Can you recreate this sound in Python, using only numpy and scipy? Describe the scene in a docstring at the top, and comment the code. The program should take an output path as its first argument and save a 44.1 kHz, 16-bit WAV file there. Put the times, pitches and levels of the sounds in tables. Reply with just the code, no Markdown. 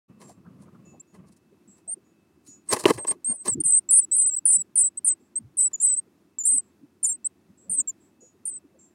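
"""Nestlings beg inside a wooden nest box, heard close up.
First the parent shuffles on the lining, over dull outdoor air, soft bumps and a stray peep or two.
Near 2.8 s it flaps up to the hole, knocks the wall and leaves. The chicks then cheep hard: the loudest
sings with both sides of its syrinx at once, so two thin tones beat, amid the brood's one-tone peeps.
From about 6 s the calls thin out and soften as the brood calms down."""
import sys
import numpy as np
from scipy import signal
from scipy.fft import rfft, irfft, next_fast_len
from scipy.io import wavfile
from scipy.ndimage import uniform_filter1d

SR = 44100
rng = np.random.default_rng(int(sys.argv[2]) if len(sys.argv) > 2 else 0)


def generate_wav(signal):
    """Clip the signal to [-1, 1] and save it as 16-bit WAV at the path in sys.argv[1]."""
    frames = np.transpose(np.atleast_2d(signal))
    scaled = np.clip(frames, -1, 1) * 32767
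    pcm = np.round(scaled).astype(np.int16)
    wavfile.write(sys.argv[1], SR, pcm)


N = 394254
TIME = np.arange(N) / SR

# The lead chick. Each row: start in seconds; the lower tone's length in seconds, pitch in Hz, level,
# swell and opening level in dB; the upper tone's length in seconds, pitch, scoop and glide in Hz, level
# and swell in dB; then warble period in seconds, rasp delay in seconds, rasp level in dB.
BEGGING_CALLS = [ (3.312, .13, 8224, -44.5, 16, -40, 0.063, 9120, -150, 499.5, -37, 1, 0.052, .02, -62),
                 (3.636, .164, 8140, -20, 0, -34, .096, 9295, 352, 99.5, -26.5, 1.5, .038, 0.023, -38),
                 (3.907, 0.099, 8346, -18, 0.5, -22, .104, 9335, 599.5, 49.5, -14, 5, 0.038, 0.026, -40.5),
                 (4.164, 0.15, 8130, -20, -5, -29, 0.077, 9200, 796, -100, -23, -4, .036, .006, -58),
                 (4.453, 0.13, 8115, -20.5, 11, -22.5, .12, 9300, 446, -60.5, -18.5, -1.5, 0.032, .012, -56),
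                 (4.755, .14, 8120, -21.5, 1, -20.5, 0.074, 9290, 354, 48.5, -16, 4.5, 0.054, 0.0093, -39.5),
                 (5.045, 0.1, 8163, -21, 0.5, -26, 0.054, 9400, 400.5, 103, -18, 2.5, 0.047, .013, -40),
                 (5.569, 0.12, 8034, -18.5, -1, -31, 0.093, 9220, -200, -150, -30.5, -0.5, 0.04, .022, -39),
                 (5.813, 0.15, 8076, -19, -5.5, -31, 0.066, 9400, 293, 0, -24.5, 2.5, 0.042, .012, -48),
                 (6.452, 0.16, 8200, -20.5, -4.5, -23, 0.14, 9345, -350, 298, -28, -5.5, 0.051, .015, -30),
                 (7.029, 0.14, 8330, -31.5, -6.5, -23, 0.089, 9370, -350, 302, -30.5, -5.5, 0.037, 0.02, -32.5),
                 (7.695, 0.13, 8220, -30, 7.5, -27.5, 0.069, 9110, 250.5, 350.5, -26, 0.5, 0.056, 0.022, -37),
                 (8.453, 0.14, 8150, -37, -1, -26, 0.056, 9150, 446.5, 550, -30, 1, 0.051, 0.015, -38.5)]
# The hiss of a cracking voice. Each row: frequency in Hz, relative level in dB.
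RASP_SPECTRUM = [(3000, -60), (6000, -35.5), (7500, -5.5), (9500, -1.5), (11000, -5.5), (12500, -19.5),
                 (14000, -40)]
# Short one-tone peeps: other chicks, plus brief tails and re-entries of the lead chick's calls.
# Each row: start and length in seconds, first pitch, last pitch and arch height in Hz,
# level and swell in dB.
PEEPS = [ (0.996, 0.021, 7100, 7770, 0, -43.5, 7), (1.876, .071, 8000, 8700, 456, -32, 8.5),
         (2.687, 0.039, 8230, 8600, 2, -26.5, -0.5), (2.982, 0.07, 8630, 8390, -220, -36.5, 1),
         (3.069, 0.055, 7700, 8470, 518, -22.5, 6), (3.244, 0.089, 7920, 8410, 500, -25, 2),
         (3.477, 0.037, 8270, 8820, -82, -22.5, 0.5), (3.5, 0.05, 7460, 7050, 701, -27.5, 8),
         (3.601, 0.022, 8850, 8600, 146.5, -24.5, 0.5), (3.698, .068, 8190, 8300, -2.5, -19.5, 12),
         (3.752, 0.047, 8220, 8960, 79, -18.5, -3.5), (3.888, 0.035, 7640, 7990, -57.5, -23, -0.5),
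         (4.002, 0.054, 8200, 7610, 70, -31, -1), (4.112, 0.069, 7760, 8450, -130, -24.5, 2),
         (4.115, 0.05, 8140, 9100, -60, -22, 1), (4.261, 0.033, 9000, 9220, 130, -25, 1.5),
         (4.307, 0.053, 7490, 8100, -130, -28, 6.5), (4.362, 0.018, 8230, 8240, 120, -22, 7),
         (4.379, 0.018, 7900, 7610, 0, -26.5, -1), (4.512, 0.06, 8160, 8090, -530, -29, 7),
         (4.578, 0.05, 8050, 7550, 100, -28, 3), (4.796, 0.049, 7410, 8000, -200, -35, 0),
         (4.843, 0.039, 7850, 7470, 149, -25.5, -5), (4.971, 0.024, 7940, 8540, 2.5, -29, 8),
         (5.073, .03, 7450, 6830, 1, -33, 9), (5.355, 0.037, 7960, 8630, 31.5, -25, 3),
         (5.731, .035, 7320, 6810, -59, -29.5, 3), (5.8, 0.042, 7380, 6830, 205, -30, -8),
         (5.962, 0.042, 7810, 8520, 134.5, -24.5, 1), (6.385, 0.048, 7700, 7180, -400, -29.5, -5.5),
         (6.434, 0.057, 7080, 7120, 430, -29.5, 1), (6.575, .022, 7910, 8126, 0, -24.5, -6.5),
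         (7.039, 0.032, 7594, 6720, -41.5, -23.5, -3.5), (7.089, 0.047, 7410, 7230, 187, -27.5, -5),
         (7.244, .034, 7460, 8280, 169.5, -24.5, 9), (7.774, 0.029, 7985, 8200, 106.5, -21.5, 3),
         (7.797, 0.023, 7860, 6770, -130, -22.5, -0.5), (7.873, 0.04, 7510, 6900, 124, -28, 0)]
# Wing beats and brushes. Each row: peak time, rise and fall in seconds, push on the box in dB,
# rustle in dB.
WING_STROKES = [(0.215, .0092, 0.031, -50, -55), (0.292, .01, 0.023, -56, -55.5),
                (.627, .018, 0.02, -63, -64), (1.148, 0.0074, 0.018, -54, -63.5),
                (1.29, .016, .008, -69, -65.5), (1.325, .005, 0.011, -76, -62.5),
                (1.366, 0.002, .009, -74, -62), (1.784, 0.017, 0.015, -66, -67),
                (2.473, 0.012, 0.023, -81, -54.5), (2.734, .013, 0.01, -18, -20.5),
                (2.765, 0.0016, 0.0066, -22.5, -33.5), (2.798, 0.0089, 0.015, -40, -34.5),
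                (2.84, 0.0022, 0.0024, -23.5, -33), (2.859, 0.0012, 0.0043, -14, -24.5),
                (2.883, 0.01, 0.0082, -26, -35), (2.908, 0.016, 0.0036, -16, -29),
                (2.948, 0.065, 0.02, -48, -44), (2.98, .0025, .012, -30.5, -48),
                (3.048, 0.0028, 0.0052, -35.5, -49.5), (3.078, 0.0056, 0.015, -40, -37.5),
                (3.11, .0023, 0.011, -32.5, -41), (3.305, 0.014, 0.018, -47, -49),
                (3.458, 0.0045, .0086, -42, -43), (3.477, 0.011, .012, -32, -33),
                (5.715, .0043, 0.0093, -59, -69)]
# The bright rustle of feathers. Each row: frequency in Hz, relative level in dB.
FEATHER_SPECTRUM = [(600, -29), (1500, -11.5), (3400, -12.5), (4200, -1.5), (5000, -2), (6500, -1.5),
                    (9500, 3), (11500, -10), (16000, -20.5)]
# The wooden ring of the box. Each row: frequency in Hz, bandwidth in Hz, relative level in dB.
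BOX_MODES = [(343, 75, 2), (485, 100, -2), (614, 55, -1), (843, 57, -3), (920, 96, -3), (1057, 110, 0),
             (1183, 110, -5), (1676, 120, -11), (2010, 170, -12), (2610, 120, -15), (3060, 200, -19.5),
             (4100, 120, -22)]
# Bodies and feet on nest and walls. Each row: peak time in seconds, level in dB, pitch in Hz,
# fall in seconds.
BODY_BUMPS = [(.3, -48.5, 680, 0.012), (.469, -48, 170.5, .03), (.465, -58.5, 1230, 0.02),
              (.685, -58, 1178, 0.0087), (.755, -59, 1190, 0.013), (.945, -54, 683, 0.013),
              (1.529, -53.5, 377.3, .012), (1.683, -52.5, 249, 0.023), (1.889, -53.5, 602, 0.017),
              (1.975, -48.5, 397, .009), (2.49, -49.5, 298, 0.014), (2.909, -16, 371.4, .0055),
              (2.958, -38, 110.2, .018), (3.0, -46.5, 619, 0.027), (3.112, -38.5, 288.6, .011),
              (3.16, -48, 316.4, .016), (3.301, -36.5, 207, 0.014), (3.32, -47, 636, .018),
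              (3.485, -30, 246, .006), (3.524, -38.5, 98, 0.0095), (3.557, -29, 270.8, 0.0077),
              (3.577, -34, 136, 0.013), (3.585, -32, 312, .016), (3.605, -30.5, 309.6, .007),
              (3.657, -42.5, 160.9, 0.0094), (4.589, -52, 202.5, .03), (5.408, -46.5, 219.5, 0.016),
              (5.449, -45.5, 123.8, 0.025), (6.546, -44.5, 248.6, 0.023), (6.837, -45.5, 280, .014),
              (7.504, -51, 203.4, .014), (7.702, -46.5, 190.4, 0.031), (7.722, -58.5, 499.3, 0.086),
              (7.79, -45.5, 258, .016), (8.233, -54, 506, 0.017), (8.65, -51.5, 292, .014),
              (8.755, -59, 519, 0.018)]
# The parent's bouts of treading. Each row: start and end in seconds, level in dB.
TREAD_BOUTS = [(.08, 1, -54), (1.14, 1.32, -53.5), (1.35, 2.6, -72.5)]
# The muffled shuffle of the lining. Each row: frequency in Hz, relative level in dB.
SHUFFLE_SPECTRUM = [(24, -69.5), (40, -30.5), (90, -5.5), (196, 5), (292, -9), (646, -21), (832, -31.5),
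                    (1130, -20), (1430, -34), (3000, -39.5), (3900, -76), (6600, -120)]
# Faint, thin held tones. Each row: start in seconds, pitch in Hz, level in dB.
THIN_PINGS = [(.233, 7450, -59.5), (.85, 6930, -62), (1.071, 6800, -75), (1.674, 7690, -59),
              (2.04, 6850, -77.5), (2.474, 6860, -50.5), (5.195, 7650, -75.5), (5.77, 6880, -57.5),
              (6.609, 7670, -72.5), (7.573, 7680, -62), (8.001, 7690, -70), (8.205, 6835, -56.5),
              (8.787, 7400, -58)]
# The fader curve of a faint whine. Each row: time in seconds, level in dB.
WHINE_CURVE = [(.1, -79), (.82, -89), (.88, -66), (1.0, -81), (2.6, -80), (3.7, -85), (5.7, -86),
               (5.82, -77), (6.1, -85), (8.15, -83.5), (8.27, -81.5), (8.9, -86)]
# Outdoor air through the walls. Each row: frequency in Hz, relative level in dB.
AIR_SPECTRUM = [(25, -48.5), (55, -18), (90, -4), (124, -10.5), (199, -2), (273, -3), (345, -1),
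                (480, -16.5), (620, -17.5), (1100, -21), (2400, -28.5), (3000, -31), (8000, -34),
                (16000, -39.5)]


def begging(low_scoop_hz=754.3, sag_hz=226.4, sag_s=.015, opening_s=.013, falter_db=2):
    """Two membranes beat; each modulates the other, adding side tones spaced by their pitch gap."""
    low, low_phase, high, high_phase, rasp_level = np.zeros((5, N))
    for (s, length, low_hz, low_db, low_swell, opening_db,
         high_length, high_hz, scoop_hz, glide_hz, high_db, high_swell,
         period, rasp_delay, rasp_db) in BEGGING_CALLS:
        t, hz, db = membrane(length, low_hz, low_db, low_swell, low_scoop_hz, period, warble_hz_s=1600)
        hz -= sag_hz * np.exp((t - length) / sag_s)  # the lower tone sags as the breath runs out
        db += (opening_db - db) * np.exp(-(t / opening_s) ** 4)  # an opening blip at its own level
        envelope, phase = note(hz, db, attack_s=.0028, release_s=.027)
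        add(low, s, envelope)
        add(low_phase, s, phase)
        start, flare = swell(s + rasp_delay, rise=.007, fall=.012)  # a rasp flares as the voice cracks
        in_call = start + np.arange(len(flare)) / SR > s
        add(rasp_level, start, gain_of(rasp_db) * flare * in_call)
        t, hz, db = membrane(high_length, high_hz, high_db, high_swell, scoop_hz, period,
                             warble_hz_s=2630)
        hz += glide_hz * (t / high_length - .5)  # the upper tone glides and falters
        db += falter_db * drift(len(t), 25)
        envelope, phase = note(hz, db, attack_s=.0028, release_s=.017)
        add(high, s, envelope)
        add(high_phase, s, phase)
    tones = low * np.sin(low_phase) + high * np.sin(high_phase)
    beat = high_phase - low_phase
    coupling = np.sqrt(abs(low * high))
    side_tones = (gain_of(-17) * np.sin(high_phase + beat)
                  + gain_of(-56) * np.sin(high_phase + 2 * beat)
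                  + gain_of(-40) * np.sin(low_phase - beat))
    octave = gain_of(-50) * low * np.sin(2 * low_phase)
    rasp = colour(rng.standard_normal(N) * gain_of(3 * drift(N, 400)), RASP_SPECTRUM)
    return tones + coupling * side_tones + octave + rasp_level * rasp


def membrane(length, hz, db, swell_db, scoop_hz, period, warble_hz_s, scoop_s=.014, crack_db=-4.5):
    """Time, pitch and level of one side of the syrinx: it scoops in, dips as it cracks, and warbles."""
    t = np.arange(0, length, 1 / SR)
    scoop = scoop_hz * np.exp(-(t / scoop_s) ** 2)
    warble = warble_hz_s * period * np.cos(2 * np.pi * t / period)  # slow warbles are deeper
    dip = crack_db * np.exp(-((t - .013) / .0081) ** 2)
    return t, hz + scoop + warble, db + swell_db * (t / length - .5) + dip


def note(hz, db, attack_s, release_s, jitter_hz=32, shimmer_db=1.42):
    """Envelope and phase of a slightly unsteady membrane following a pitch and a level."""
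    t = np.arange(len(hz)) / SR
    fade_in = np.sin(np.pi / 2 * np.minimum(t / attack_s, 1)) ** 2
    fade_out = np.sin(np.pi / 2 * np.minimum((t[-1] - t) / release_s, 1)) ** 2
    phase = phase_of(hz + jitter_hz * drift(len(t), 100))
    level = gain_of(db + shimmer_db * drift(len(t), 100))
    return np.sqrt(2) * fade_in * fade_out * level, phase


def peeps(arch_db=2.5, flutter_hz=270, settle_s=.01):
    """One-tone peeps glide along an arch, with a weak octave; some flutter until the membrane settles."""
    out = np.zeros(N)
    for s, length, first_hz, last_hz, arch_hz, db, swell_db in PEEPS:
        depth, pace = rng.random(2)
        t = np.arange(0, length, 1 / SR)
        progress = t / length
        arch = np.sin(np.pi * progress)
        pitch = first_hz + (last_hz - first_hz) * progress + arch_hz * arch
        level_db = db + swell_db * (progress - .5) + arch_db * (arch - 2 / np.pi)
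        envelope, phase = note(pitch, level_db, attack_s=.0035, release_s=.011)
        rate_hz = flutter_hz * 2 ** (pace - .5)
        flutter = 1 + .7 * depth * np.exp(-t / settle_s) * np.sin(2 * np.pi * rate_hz * t)
        add(out, s, envelope * flutter * (np.sin(phase) + gain_of(-32) * np.sin(2 * phase)))
    return out


def brood(fuzz_db=-46, sheen_db=-51):
    """All the chicks, with a trace of fuzz on their tones and a high sheen that follows their level."""
    tones = begging() + peeps()
    effort = np.sqrt(abs(uniform_filter1d(tones ** 2, size=400)))
    sheen = colour(rng.standard_normal(N), [(4000, -21.5), (12000, -17), (14000, -2.5), (15500, -1.5)])
    fuzz = 1 + gain_of(fuzz_db) * drift(N, 1600)
    return tones * fuzz + gain_of(sheen_db) * effort * sheen


def box_reverb(x, wet_db=-34, t60_s=.06):
    """The small padded box adds a very short, weak tail."""
    t = np.arange(4096) / SR
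    tail = rng.standard_normal(len(t)) * gain_of(-60 * t / t60_s) * (t > .001)
    return x + gain_of(wet_db) * signal.oaconvolve(x, tail / np.linalg.norm(tail))[:N]


def wings(grain_db=3, puff_db=-12):
    """Feathers scrape the walls: a grainy rustle, pushes that ring the box, and puffs of displaced air."""
    push, rustle = np.zeros((2, N))
    for s, rise, fall, push_db, rustle_db in WING_STROKES:
        start, shape = swell(s, rise, fall)
        add(push, start, gain_of(push_db) * shape)
        add(rustle, start, gain_of(rustle_db) * shape)
    barbs = gain_of(grain_db * drift(N, 750))  # barbs catch and slip in clumps
    scrape = unit_rms(rng.standard_normal(N) * barbs)
    hiss = colour(rng.standard_normal(N) * barbs, FEATHER_SPECTRUM)
    puff = colour(rng.standard_normal(N),
                  [(30, -24), (90, -7.5), (200, -4.5), (300, -1.5), (450, -10), (1500, -38.5)])
    wood = signal.oaconvolve(push * scrape, box_ring())[:N]
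    return wood + rustle * hiss + gain_of(puff_db) * push * puff


def knock(at_s=2.8555, crack_hz=2850, crack_fall_s=.0012, heave_hz=375, heave_rise_s=.0028):
    """The parent hits the wall: a short crack, then the box rings as its weight heaves the wood."""
    out, ring = np.zeros(N), box_ring()
    t = np.arange(len(ring)) / SR
    crack = np.exp(-t / crack_fall_s) * np.sin(2 * np.pi * crack_hz * t)
    heave = t / heave_rise_s * np.exp(1 - t / heave_rise_s) * np.cos(2 * np.pi * heave_hz * t)
    blow = .56 * ring / abs(ring).max() + crack + gain_of(-3) * heave
    add(out, at_s, gain_of(-3.5) * blow)
    return out


def box_ring(low_cut_hz=130):
    """The box answers a push with damped modes of alternating sign; deep bass escapes by the hole."""
    t = np.arange(4096) / SR
    ring = sum((-1) ** k * gain_of(db) * width * np.exp(-np.pi * width * t) * np.cos(2 * np.pi * hz * t)
               for k, (hz, width, db) in enumerate(BOX_MODES))
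    ring = signal.sosfilt(signal.butter(1, low_cut_hz, "high", fs=SR, output="sos"), ring)
    return ring / np.linalg.norm(ring)


def bumps(weight_db=-13, fidget_db=-60, fidget_hz=310, fidget_count=18):
    """Padded, loosely pitched thuds with weight an octave down; the chicks fidget faintly in between."""
    out = np.zeros(N)
    fidgets = [(when * N / SR, fidget_db + 2.5 * (2 * force - 1), fidget_hz * 2 ** (place - .5), .014)
               for when, force, place in rng.random((fidget_count, 3))]
    for s, db, hz, fall in BODY_BUMPS + fidgets:
        start, shape = swell(s, .7 * fall, fall)
        phase = phase_of(hz * (1 + .16 * drift(len(shape), .4 * hz)))
        thud = np.sin(phase) + gain_of(weight_db) * np.sin(phase / 2)
        add(out, start, np.sqrt(2) * gain_of(db) * shape * thud)
    return out


def treading(fade_s=.043, grain_db=3.5):
    """The parent's feet work the nest lining in bouts of low, uneven shuffling."""
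    bouts = sum(gain_of(db) * np.clip(np.minimum(TIME - start, end - TIME) / fade_s + .5, 0, 1)
                for start, end, db in TREAD_BOUTS)
    grain = gain_of(grain_db * drift(N, 29))
    return bouts * grain * colour(rng.standard_normal(N), SHUFFLE_SPECTRUM)


def pings(rise_s=.0036, hold_s=.084, fuzz_db=-10, waver_hz=35):
    """Thin, slightly rough tones that hold briefly and stop, wrapped in a little hiss."""
    out, t = np.zeros(N), np.arange(SR // 2) / SR
    envelope = (1 - np.exp(-t / rise_s)) / (1 + (t / hold_s) ** 6)
    for s, hz, db in THIN_PINGS:
        fuzz = 1 + gain_of(fuzz_db) * drift(len(t), 1400)
        phase = phase_of(hz + waver_hz * drift(len(t), 150))
        add(out, s, np.sqrt(2) * gain_of(db) * envelope * fuzz * np.sin(phase))
    return out


def whine(hz=2617, waver_hz=25):
    """A very faint, wavering tone that comes and goes."""
    level_db = np.interp(TIME, *np.transpose(WHINE_CURVE)) + 2.1 * drift(N, 4.3)
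    return gain_of(level_db) * np.sin(phase_of(hz + waver_hz * drift(N, 87)))


def outdoor_air(level_db=-62.5, swell_db=.82):
    """A gently breathing bed of outdoor air, dulled by the walls."""
    return gain_of(level_db + swell_db * drift(N, 2.7)) * colour(rng.standard_normal(N), AIR_SPECTRUM)


def gain_of(db):
    """Decibels to amplitude."""
    return 10 ** (np.asarray(db) / 20)


def phase_of(hz):
    """Running phase of a pitch curve."""
    return 2 * np.pi * np.cumsum(hz) / SR


def unit_rms(x):
    """Scales to rms 1."""
    return x / np.sqrt(np.mean(x ** 2) + 1e-20)


def add(mix, s, sound):
    """Mixes a sound in at s seconds."""
    part = mix[max(round(s * SR), 0):][:len(sound)]
    part += sound[:len(part)]


def colour(x, points):
    """Shapes a sound with an EQ curve of (Hz, dB) points, then scales to rms 1."""
    point_hz, point_db = np.transpose(points)
    size = next_fast_len(len(x))
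    hz = np.fft.rfftfreq(size, 1 / SR)
    curve = gain_of(np.interp(np.log(hz + 1), np.log(point_hz + 1), point_db))
    return unit_rms(irfft(rfft(x, size) * curve, size)[:len(x)])


def drift(size, hz):
    """Smooth random movement of rms about 1, no faster than about hz."""
    padded = next_fast_len(size + 4096)
    low_pass = np.exp(-(np.fft.rfftfreq(padded, 1 / SR) / hz) ** 2)
    return unit_rms(irfft(rfft(rng.standard_normal(padded)) * low_pass, padded))[:size]


def swell(s, rise, fall):
    """Start time and envelope of a peak at s whose flanks drop a little faster than exponentials."""
    t = np.arange(-6 * rise, 7 * fall, 1 / SR)
    return s + t[0], np.exp(-np.maximum(-t / rise, t / fall) ** 1.1)


def scene():
    """Chicks up front, the parent's movements around them and a faint bed behind, in mono."""
    chicks = box_reverb(brood())
    movement = wings() + knock() + bumps() + treading()
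    bed = pings() + whine() + outdoor_air()
    return (chicks + movement + bed)[None]


def record(dry, open_s=.08, low_cut_hz=65, high_cut_hz=16000):
    """The small microphone opens after a moment and loses the deep bass and the very top."""
    opened = dry * np.clip((TIME - open_s) / .014, 0, 1)
    thin = signal.sosfilt(signal.butter(4, low_cut_hz, "high", fs=SR, output="sos"), opened)
    high_cut = signal.firwin(511, high_cut_hz, window=("kaiser", 9), fs=SR)
    return signal.oaconvolve(thin, high_cut[None], "same")


dry = scene()
out = record(dry)
generate_wav(out)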